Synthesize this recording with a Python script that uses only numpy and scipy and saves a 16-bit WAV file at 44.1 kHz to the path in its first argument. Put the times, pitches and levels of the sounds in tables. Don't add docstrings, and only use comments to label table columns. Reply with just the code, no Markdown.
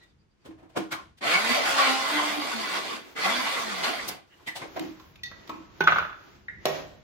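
import sys
import numpy as np
from scipy import signal
from scipy.fft import rfft, irfft, next_fast_len
from scipy.io import wavfile
from scipy.ndimage import uniform_filter1d

SR = 44100
rng = np.random.default_rng(int(sys.argv[2]) if len(sys.argv) > 2 else 0)


def elevation(decibels):
    levels = np.asarray(decibels, float)
    return 10 ** (levels / 20)


def to_wav(s):
    ch = np.atleast_2d(s).T
    pcm = np.round(np.clip(ch, -1, 1) * 32767)
    wavfile.write(sys.argv[1], SR, pcm.astype(np.int16))


N = 310002
TIME = np.arange(N) / SR
CUT_S = 4.68


def colour(x, table):
    hz, db = np.transpose(table)
    f = np.log(np.fft.rfftfreq(x.shape[-1], 1 / SR) + 1)
    y = irfft(rfft(x) * elevation(np.interp(f, np.log(hz), db, left=-90, right=-90)), x.shape[-1])
    return y / np.sqrt(np.mean(y ** 2))


def curves(rows):
    s, *columns = np.transpose(rows)
    return [np.interp(TIME, s, c) for c in columns]


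def walk(rate):
    k = int(SR / rate)
    held = np.repeat(rng.standard_normal(N // k + 1), k)
    return 1.27 * uniform_filter1d(held, k)[:N]


def bumps(rows):
    return sum(size * np.exp(-((TIME - s) / np.where(TIME < s, length[0], length[-1])) ** 2)
               for s, size, *length in rows)


def pair(likeness, size=N):
    mid, side = rng.standard_normal((2, size))
    c = np.clip(likeness, 0, 1)
    return (np.sqrt(1 + c) * mid + np.sqrt(1 - c) * side * np.array([[1], [-1]])) / np.sqrt(2)


def ring(modes, t):
    turn = rng.standard_normal((len(modes), 2))
    return sum(elevation(db - 60 * t / max(t60, .005)) * np.sin(2 * np.pi * hz * t + 0.69 * p[:, None])
               for (hz, db, t60), p in zip(modes, turn))


def add(out, s, piece, db):
    i = max(int(s * SR), 0)
    piece = piece[:, i - int(s * SR):]
    out[:, i:i + piece.shape[1]] += (elevation(db) * piece / np.abs(piece).max())[:, :N - i]


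def lag_left(x, lag_s):
    turn = np.exp(-2j * np.pi * np.fft.rfftfreq(N, 1 / SR) * lag_s)
    return np.array([irfft(rfft(x[0]) * turn, N), x[1]])


def room(x, t60, wet_db, treble_db):
    t = np.arange(SR // 2) / SR
    noise = pair(0.017, size=SR // 2)
    dull = signal.lfilter(*signal.butter(1, 2500, fs=SR), noise)
    tail = dull * elevation(-60 * t / t60) + (noise - dull) * elevation(treble_db - 60 * t / (0.63 * t60))
    tail = tail * (1 - np.exp(-t / 0.0045)) / np.sqrt(SR * t60 / 40)
    wet = x + elevation(wet_db) * signal.fftconvolve(x.mean(0, keepdims=True), tail, axes=1)[:, :N]
    return signal.lfilter(*signal.butter(2, 140., "high", fs=SR), wet)


# frequency in Hz, level in dB per Hz.
HUM = [(15, -58), (25, -12.5), (75, 0), (177, -6), (211, -3.5), (233, -12.5), (500, -20.5), (700, -70)]
# frequency in Hz, level in dB per Hz.
RUSTLE = [(150, -63.5), (250, -16.5), (355, -10.5), (430, -18.5), (1170, -21), (2320, -24), (6180, -32.5),
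          (16000, -56)]
# time in s, rustle in dB, top octave in dB, hum gain in dB, length in s.
SWISHES = [(0, -67, -90, 0.5, 0.096), (0.497, -68, -93, 6, 0.064), (0.811, -45, -87, 0, 0.047),
           (0.978, -53.5, -84, 2, 0.089), (3.084, -51, -58, -2, 0.077), (4.42, -60.5, -69, -0.5, 0.13),
           (4.621, -44.5, -72, 3, 0.047), (4.81, -49.5, -60, -1.5, 0.15), (5.07, -62.5, -65, 2, 0.075),
           (5.495, -56, -77, -2, 0.2), (5.938, -46.5, -56.5, 5.5, 0.13), (6.28, -59, -70, -3, 0.13),
           (6.751, -39, -62, 1.5, 0.084), (6.91, -60.5, -72, 1, 0.087)]


def kitchen():
    later = (TIME > CUT_S).astype(int)
    s, rustle_db, fizz_db, hum_db, length = np.transpose(SWISHES)
    rustle = elevation(np.array((-73.5, -64.5))[later]) + bumps(zip(s, elevation(rustle_db), length))
    top = elevation(np.array((-108, -96))[later]) + bumps(zip(s, elevation(fizz_db), length))
    tone_db = np.array((-65, -56))[later] + bumps(zip(s, hum_db, length))
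    hum = colour(pair(0.68), HUM) * elevation(tone_db + 2.7 * walk(7.8))
    fizz = colour(pair(0.55), [(10000, -36), (10800, -6.5), (15800, -2)]) * top * elevation(-7.5)
    return hum + fizz + colour(pair(0.039), RUSTLE) * rustle * elevation(0.57 * walk(24))


# time in s, peak in dB.
THUDS = [(0.453, -60), (0.486, -36.5), (0.629, -44), (0.765, -24.5), (.798, -27), (.92, -41.5),
         (4.468, -44), (4.64, -45), (4.76, -37.5), (4.80, -25.5), (4.836, -30), (4.886, -38), (5.495, -39),
         (5.531, -37), (5.58, -43)]
# mode in Hz, level in dB, 60 dB decay in s.
COUNTER_MODES = [(318, 0, .22), (290, -2, .14), (355, -6, .09), (245, -4, .08), (175, -6, .08)]


def thuds():
    out, t = np.zeros((2, N)), np.arange(SR // 4) / SR
    for s, db in THUDS:
        add(out, s, ring(COUNTER_MODES, t) * (1 - np.exp(-(t / 0.0054) ** 2)), db)
    return out


# frequency in Hz, level in dB per Hz.
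PLASTIC = [(100, 10.5), (400, 3), (1000, 6), (2500, -4), (5000, -17), (16000, -30.5)]
# frequency in Hz, level in dB per Hz.
CRACK = [(1500, -2), (3500, 6.5), (6500, -3.5), (10000, -7.5), (15500, -9.5), (16500, -26)]


def knocks(table, rise):
    out, t = np.zeros((2, N)), np.arange(2 ** 13) / SR
    for s, db, hz, crack_db, contact in table:
        late = t - 2 * rise
        push = np.where(late < 0, np.exp(-(late / rise) ** 2), np.exp(-late / max(contact, .001)))
        shake = push[None] * rng.standard_normal((1, len(t)))
        hollow = ring([(hz, 0, .02), (hz * 1.15, -4, .012), (hz * .8, -4, .012)], t[:2048])
        rung = signal.fftconvolve(shake, hollow, axes=1)[:, :len(t)]
        scuff = colour(pair(0.16, size=len(t)), PLASTIC)
        scuff = scuff + elevation(crack_db + 13.0) * colour(pair(0.32, size=len(t)), CRACK)
        add(out, s - 1.4 * rise, rung / np.abs(rung).max() + 0.41 * scuff * push, db)
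    return out


# time in s, peak
# in dB, ring in Hz, crack in dB, contact in s.
FAST_KNOCKS = [(0.03, -53, 1950, -4, 0.012), (0.456, -35.5, 447, -19, 0.017), (0.507, -42, 452, -42, 0.017),
               (0.584, -47, 636, -29, 0.048), (0.629, -49, 810, -33, 0.029), (0.698, -49, 678, -19, 0.018),
               (0.769, -16.5, 310, -22.5, 0.013), (0.92, -18.5, 1440, -12, 0.016),
               (1.18, -44, 2000, -4.5, 0.01), (3.839, -28, 960, 4, 0.018), (4.082, -28, 680, -16, 0.038),
               (4.474, -27.5, 1980, -11, 0.022), (4.56, -26, 790, -6, 0.018),
               (4.62, -28.5, 970, -24, 0.013), (4.766, -23, 645, -24.5, 0.015),
               (4.814, -33.5, 420, -17, 0.045)]


def fast_hands():
    return knocks(FAST_KNOCKS, rise=.011)


# time in s, peak in dB, ring in Hz, crack in dB, contact in s.
KNOCKS = [
    (4.795, -25.5, 2090, -6, 0.003),
    (4.998, -39.5, 970, -14, 0.0091),
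    (5.158, -43, 2520, -10, 0.005),
    (5.315, -34.5, 1320, -23, 0.009),
    (5.476, -38.5, 790, -7.5, 0.0073),
    (5.494, -24, 1100, -20.5, 0.0079),
]


def hands():
    return knocks(KNOCKS, rise=0.0015)


# frequency in Hz, level in dB per Hz.
CLATTER = [(300, -5), (800, 6), (1400, 5), (2500, 1.5), (4200, -10), (6500, -40), (16000, -55)]


def struck(table, modes, contact, chatter_db, rattle_db, rattle_s):
    out, t = np.zeros((2, N)), np.arange(3 * 2 ** 12) / SR
    rise = 1 - np.exp(-(t / contact) ** 2)
    for s, db, crack_db in table:
        twins = [(hz * (1 + .035 * rng.uniform(-1, 1)), d - 3, t60) for hz, d, t60 in modes]
        body = ring(modes + twins, t) * rise
        chatter = rng.standard_normal((1, len(t))) * np.exp(-t / rattle_s) / np.sqrt(SR * rattle_s)
        body = body + elevation(chatter_db) * signal.fftconvolve(chatter, body, axes=1)[:, :len(t)]
        crack = colour(pair(0.31, size=len(t)), CRACK) * (np.exp(-t / 0.003) + 0.17 * np.exp(-t / rattle_s))
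        rattle = colour(pair(0.36, size=len(t)), CLATTER) * np.exp(-t / rattle_s)
        noise = elevation(crack_db) * crack + elevation(rattle_db) * rattle
        add(out, s - contact, body / np.abs(body).max() + rise * noise, db)
    return out


# time in s, peak in dB, crack in dB.
LATCH = [
    (5.235, -23, -11),
    (5.2594, -31, -23),
]
# mode in Hz, level in dB, 60 dB decay in s.
LATCH_MODES = [(1950, -5, .06), (2600, -9, .02), (3100, -9, .015), (3650, -2, .028), (3950, -3, .02),
               (4450, -2, .03), (4750, -3, .02), (5200, -6, .015), (5700, -6, .02), (6300, -3, .02)]


def latch():
    return struck(LATCH, LATCH_MODES, 0.0025, chatter_db=3.1, rattle_db=-31, rattle_s=0.013)


# time in s, peak in dB, crack in dB.
BOWL = [
    (5.807, -34, -45),
    (5.84, -33.5, -45),
    (5.886, -48, -32),
    (5.912, -36, -44),
    (5.95, -39, -43),
]
# mode in Hz, level in dB, 60 dB decay in s.
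BOWL_MODES = [(1676, -4, 0.85), (3460, -5.5, 0.59), (5960, 3, 0.06), (6100, -3, .04)]
# time in s, peak in dB, crack in dB.
CLINK = [
    (6.484, -24.5, -33),
]
# mode in Hz, level in dB, 60 dB decay in s.
CLINK_MODES = [(1440, -6, 0.036), (1760, 0, 0.068), (1950, 10, 0.075), (2090, -1, 0.09), (3740, -18, 0.085)]


def bowls():
    nudged = struck(BOWL, BOWL_MODES, 0.0064, chatter_db=-12.0, rattle_db=-26.0, rattle_s=0.017)
    return nudged + struck(CLINK, CLINK_MODES, 0.0014, chatter_db=-15, rattle_db=-26.0, rattle_s=0.0144)


# time in s, peak in dB, crack in dB.
SET_DOWN = [
    (5.807, -8.5, -15.5),
    (5.839, -22, -9),
]
# mode in Hz, level in dB, 60 dB decay in s.
SET_DOWN_MODES = [(165, -19, .7), (384, -2, .09), (683, -10, .04), (850, -1, .035), (1495, 0, .11),
                  (3950, -20, .03)]


def set_down():
    return struck(SET_DOWN, SET_DOWN_MODES, 0.002, chatter_db=-6, rattle_db=-11.5, rattle_s=0.017)


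# time in s, peak in dB, middle mode in dB, crack in dB.
BOUNCES = [(5.8702, -18, 7, -29), (5.874, -1, 0, -23.5), (5.882, -9, 0, -28), (5.891, -13, 0, -30),
           (5.9217, -6.5, -13, -28), (5.9601, -12, -4, -28), (5.9685, -17, 0, -30),
           (5.9846, -10, -1, -19.5), (5.994, -17.5, 1, -32), (6.026, -20, 0, -32), (6.05, -22, 2, -30),
           (6.095, -28.5, 1, -31), (6.129, -31, 0, -32)]
# mode in Hz, level in dB, 60 dB decay in s.
BOUNCE_MODES = [(1384, 1, .035), (1260, -2, .045), (1491, -2, .045), (1130, -12, .02), (1717, -9, .025),
                (2040, -13, .025), (2300, -16, .02), (2750, -19, .015)]


def bounces():
    out, t = np.zeros((2, N)), np.arange(2 ** 13) / SR
    rise = 1 - np.exp(-(t / .0012) ** 2)
    for s, db, middle_db, crack_db in BOUNCES:
        sink = 1 - .3 * max(s - 5.93, 0)
        lift = [middle_db] + [0] * (len(BOUNCE_MODES) - 1)
        body = sum(elevation(d + up - 60 * t / max(t60, .005)) * np.sin(2 * np.pi * hz * sink * (t - .001))
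                   for (hz, d, t60), up in zip(BOUNCE_MODES, lift))
        crack = elevation(crack_db) * colour(pair(0.46, size=len(t)), CRACK) * np.exp(-t / 0.0017)
        rattle = elevation(-19.5) * colour(pair(0.33, size=len(t)), CLATTER) * np.exp(-t / 0.019)
        add(out, s - .0005, (body / np.abs(body).max() + crack + rattle) * rise, db)
    return out


# time in s, peak in dB, crack in dB.
BANG = [
    (6.655, -8, -6),
]
# mode in Hz, level in dB, 60 dB decay in s.
BANG_MODES = [(156, -13, .25), (400, -6, .1), (479, -6, .12), (545, -3, .14), (624, 0, .14), (678, -3, .1),
              (800, -5, .06), (1098, -12, .1), (1890, -9, .12), (2665, -16, .06), (3870, -19, .04),
              (4404, -17, .06), (5600, -12, .09), (5780, -15, .05)]


def bang():
    return struck(BANG, BANG_MODES, .0008, chatter_db=-1.1, rattle_db=-16.0, rattle_s=0.028)


# time in s, peak in dB, length in s.
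SWITCH = (4.089, -19, 0.0096)
# frequency in Hz, level in dB per Hz.
SNAP = [(1500, -14), (3000, -1), (5300, 4.5), (7000, -2), (11000, -2.5), (15600, -2.5), (16500, -25)]


def switch():
    out, t = np.zeros((2, N)), np.arange(-.05, .05, 1 / SR)
    s, db, length = SWITCH
    add(out, s + t[0], colour(pair(0.33, size=len(t)), SNAP) * np.exp(-(t / length) ** 2), db)
    return out


# time in s, rms in dB, pitch in Hz, length in s.
SQUEALS = [(1.36, -23.5, 2240, 0.023), (1.581, -30, 620, 0.034), (3.26, -33, 750, .02),
           (3.9, -38, 690, .05), (1.797, -24.5, 1152, 0.014), (2.2, -32, 1030, 0.014),
           (1.9, -38, 1420, 0.045), (2.172, -38, 2100, 0.024), (3.248, -30, 2050, 0.021),
           (3.28, -36, 1410, 0.036), (3.417, -37, 990, 0.02), (4.489, -33.5, 1960, 0.012),
           (0.99, -44.5, 1100, 0.022), (0.028, -63, 1910, 0.025), (0.037, -71, 3660, 0.046),
           (0.017, -67, 4000, 0.027)]
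# time in s, rms in dB, pitch in Hz, length in s.
HOLLOWS = [(.095, -77, 4750, .02), (.21, -79, 4700, 0.019), (.315, -80, 4700, 0.017),
           (.42, -78, 4700, .012), (.11, -75, 3600, .015), (.772, -35, 662, 0.012), (.775, -39, 990, .014),
           (.775, -46, 1420, .014), (.777, -43, 2340, 0.014), (.776, -50, 2800, .014),
           (.932, -34.5, 1390, 0.011), (.93, -36.5, 2160, 0.011), (.95, -39.5, 1000, .016),
           (.93, -41, 2000, .012), (3.85, -35, 4100, .014), (3.845, -38, 3000, .014),
           (3.848, -40, 2200, .012), (3.855, -44, 4600, .014), (3.89, -42, 4600, .012),
           (3.885, -40, 920, .014), (4, -43, 2000, .03), (4.33, -61, 2900, .025), (4.41, -61, 1040, .02),
           (4, -36, 1920, 0.011), (4.53, -47, 1930, .035), (4.48, -44, 2300, .012), (4.48, -46, 3120, .012),
           (4.48, -45, 3660, .014), (4.63, -44, 2100, 0.014), (4.33, -63, 1800, .02),
           (4.57, -44, 800, .014), (4.655, -44, 400, .014), (4.772, -40, 650, .01), (4.775, -47, 2200, .01),
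           (4.797, -46, 3000, .005), (5.16, -59, 2400, .004), (5.16, -61, 3700, .004),
           (5.195, -60, 2500, .008), (5.53, -56, 2400, .04)]


def squeals():
    out, t = np.zeros((2, N)), np.arange(-.12, .12, 1 / SR)
    for table, width_hz in ((SQUEALS, 130), (HOLLOWS, 380)):
        for s, db, hz, length in table:
            band = signal.iirpeak(hz, hz / width_hz, SR)
            tone = signal.lfilter(*band, signal.lfilter(*band, pair(0.18, size=len(t))))
            add(out, s + t[0], tone * np.exp(-(t / length) ** 2), db + 10)
    return out


# on in s, off in s, level in dB, sag in dB per s as the pieces get finer.
BURSTS = [
    (1.207, 2.963, -27.5, 5.5),
    (3.151, 4.114, -26.5, 14),
]
# time in s, gain in dB, rise in s, fall in s.
LUMPS = [
    (1.35, 4.5, 0.068, 0.015),
    (1.55, 5.5, 0.11, 0.029),
    (1.82, 8, 0.13, 0.17),
    (2.18, 5.5, 0.089, 0.14),
    (2.6, 2, 0.023, 0.019),
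    (2.77, 7.5, 0.063, 0.03),
    (3.26, 4.5, 0.014, 0.0087),
    (3.56, 1, 0.22, 0.072),
    (3.838, 8, 0.0057, 0.055),
    (3.95, 3.5, 0.062, 0.065),
]


def load():
    spin_up_s, release_db_per_s = 0.044, 200
    gain, treble_db, lumps_db = 1e-4, 0, bumps(LUMPS)
    for on, off, db, sag in BURSTS:
        since, after = np.maximum(TIME - on, 0), np.maximum(TIME - off, 0)
        spin_up = 1 - np.exp(-(since / spin_up_s) ** 1.04)
        gain = gain + spin_up * elevation(db - sag * since - release_db_per_s * after + lumps_db)
        dull_db = -8.5 * np.exp(-since / 0.088) - 55 * after * (after < .16)
        treble_db = treble_db + (since > 0) * dull_db
    return 20 * np.log10(gain), treble_db - 0.3 * lumps_db


# time in s, speed in Hz.
SHAFT = [
    [(1.25, 125.1), (1.31, 163), (1.49, 242.2), (1.7, 277), (1.98, 260.1), (2.13, 297.3), (2.4, 295.2),
     (2.5, 247.7), (2.9, 139.5)],
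    [(3.2, 146.8), (3.34, 235.4), (3.48, 284.3), (3.55, 246.8), (3.72, 202.9), (3.9, 146.5)],
]
# time in s, gain in dB, length in s.
SHUDDERS = [(1.49, 9, 0.067), (1.9, 7.5, 0.066), (2.03, -10, 0.042), (1.59, -12, .02), (2.22, 5.5, 0.036),
            (2.48, -11, 0.028), (2.555, 10, 0.026), (3.57, -24, 0.057), (3.72, 10, 0.075), (2.85, -10, .1),
            (3.27, 6, .03), (3.46, -5, .04), (3.9, -15, .07), (2.31, -6, .02)]
# time in s, gain in dB, length in s.
KNOCKING = [
    (1.31, 3.5, 0.044),
    (1.88, 7.5, 0.15),
    (2.25, 3, 0.26),
    (3.4, 0, 0.076),
    (3.75, -9, .2),
    (2.7, -5, .2),
]
OVERTONES_DB = [-6, -0.5, 1, -8, -16, -17, -17, -9.5, -8, -4]


def motor(level_db):
    out = np.zeros((2, N))
    for rows in SHAFT:
        span = slice(int((rows[0][0] - .05) * SR), int((rows[-1][0] + 0.047) * SR))
        hz = curves(rows)[0][span]
        hum_db = -43 + 16 * np.log2(hz / 280) + bumps(SHUDDERS)[span]
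        knock_db = (level_db + bumps(KNOCKING))[span] - 17.5
        phase = 2 * np.pi * np.cumsum(hz * (1 + 0.009 * walk(40)[span])) / SR
        lag = rng.uniform(0, 1, (len(OVERTONES_DB), 2, 1))
        knock = sum(elevation(db + 2.3 * walk(18)[span]) * np.sin((k + 2) * phase + 2.86 * lag[k])
                    for k, db in enumerate(OVERTONES_DB))
        hum = elevation(hum_db + 4.5 * walk(32)[span]) * np.sin(phase + np.array([[0], [1.3]]))
        fade = signal.windows.tukey(len(hz), .1)
        out[:, span] = fade * np.sqrt(2) * (hum + elevation(knock_db) * knock)
    return out


def streak(x):
    frames = signal.stft(x, SR, nperseg=1024, noverlap=768)[2]
    ripple = uniform_filter1d(rng.standard_normal(frames.shape[1:]), size=8, axis=1)
    ripple = uniform_filter1d(ripple, size=2, axis=0)
    shifted = frames * elevation(2.5 * ripple / ripple.std())
    y = signal.istft(shifted, SR, nperseg=1024, noverlap=768)[1][:, :N]
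    return y * x.std() / y.std()


# frequency in Hz, level in dB per Hz.
JAR = [(35, -58), (60, -31), (119, -20), (258, -6), (1080, -5.5), (2200, -3.5), (4640, -12.5), (16000, -35)]
# frequency in Hz, width in Hz, level in dB.
JAR_RINGS = [(672, 29.4, -2), (795, 60, -5.5), (1103, 150, 0), (1433, 20, -1), (2020, 78, -2.5),
             (2280, 77, -9.5), (3175, 62, -10.5), (3496, 210, -6), (4200, 73, -5), (4610, 59, 0.5)]


def nuts(level_db, bright_db):
    thrum_db = np.minimum(-0.88 * (level_db - BURSTS[0][2]), 16)
    strikes = elevation(1.4 * rng.exponential(size=N)) * (rng.random(N) < .25)
    hits = pair(0.095) * np.sqrt(np.abs(uniform_filter1d(strikes ** 2, size=40)))
    hits = hits + sum(elevation(db + 4.0 + 2.2 * walk(30)) * signal.lfilter(*signal.iirpeak(hz, hz / max(w, 40), SR), hits)
                      for hz, w, db in JAR_RINGS)
    size = next_fast_len(N)
    spectrum = rfft(streak(colour(hits, JAR)), size)
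    f = np.log2(np.fft.rfftfreq(size, 1 / SR) + 1)
    surge_db = .8 * walk(22)
    out = 0
    for octave in np.arange(6.5, 14.1, .5):
        share = np.clip(1 - 2 * np.abs(f - octave), 0, 1)
        treble_tilt = np.clip((octave - 11.2) / 2.7, 0, 1) * (bright_db + 8.0)
        thrum_tilt = np.clip(9.2 - octave, 0, 1) * (thrum_db - 1.5)
        flicker_db = 1.3 * walk(20) + surge_db
        out = out + elevation(treble_tilt + thrum_tilt + flicker_db) * irfft(spectrum * share, size)[:, :N]
    on = (TIME > BURSTS[0][0]) & (TIME < BURSTS[-1][1] + .2)
    return out * on * elevation(level_db + np.array([[-.2], [1.3]]))


def scene():
    level_db, bright_db = load()
    chopper = motor(level_db) + nuts(level_db, bright_db) + squeals() + switch()
    chopper = room(lag_left(chopper, 7e-5), 0.28, -7.0, -0.85)
    seating = room(fast_hands() + thuds(), 0.33, -5.5, -3.0)
    blows = room(set_down() + bounces(), 0.54, -10, -.7)
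    blows = blows + room(bowls() + hands() + latch(), 0.54, -5.0, -0.67)
    blows = blows + room(bang(), 0.61, -6.0, 0)
    handled = seating + blows * elevation(np.array([[-.8], [.8]]))
    return chopper + lag_left(handled, 0.00013) + kitchen()


GAP_FILLED_S = [4.089, 4.797, 5.238, 6.659]


def thin_treble(dry):
    f, s, frames = signal.stft(dry, SR, nperseg=512)
    later = s > CUT_S
    shift = 72
    frames[:, shift:] += elevation(-19.5) * frames[:, :-shift] * later * (f[:-shift, None] > 4500)
    f, block = f[:, None], (s * SR // 2048).astype(int)
    chance = rng.random((block.max() + 1, 70))
    missing = .35 * np.clip((f - 10500) / 3000, 0, 1) * (s < CUT_S)
    patches = chance[block][:, (f[:, 0] // 345).astype(int)].T < missing
    wider = 400 * ((s > 5.8) & (s < 6.12))
    bottom = 7530 - wider + 900 * (chance[block, 0] ** 2 - .3)
    top = 10560 + wider / 2 + 700 * (chance[block, 1] - .5)
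    gap = later & (f > bottom) & (f < top)
    blows = sum(np.abs(s - hit) < .005 for hit in GAP_FILLED_S) > 0
    dropped = (patches | gap | (f > 15850)) & ~blows
    return signal.istft(frames * ~dropped, SR, nperseg=512)[1][:, :N]


def band_limit(x):
    return signal.sosfilt(signal.butter(12, 17020, fs=SR, output="sos"), x)


def record(dry):
    return band_limit(thin_treble(dry))


dry = scene()
out = record(dry)
to_wav(out)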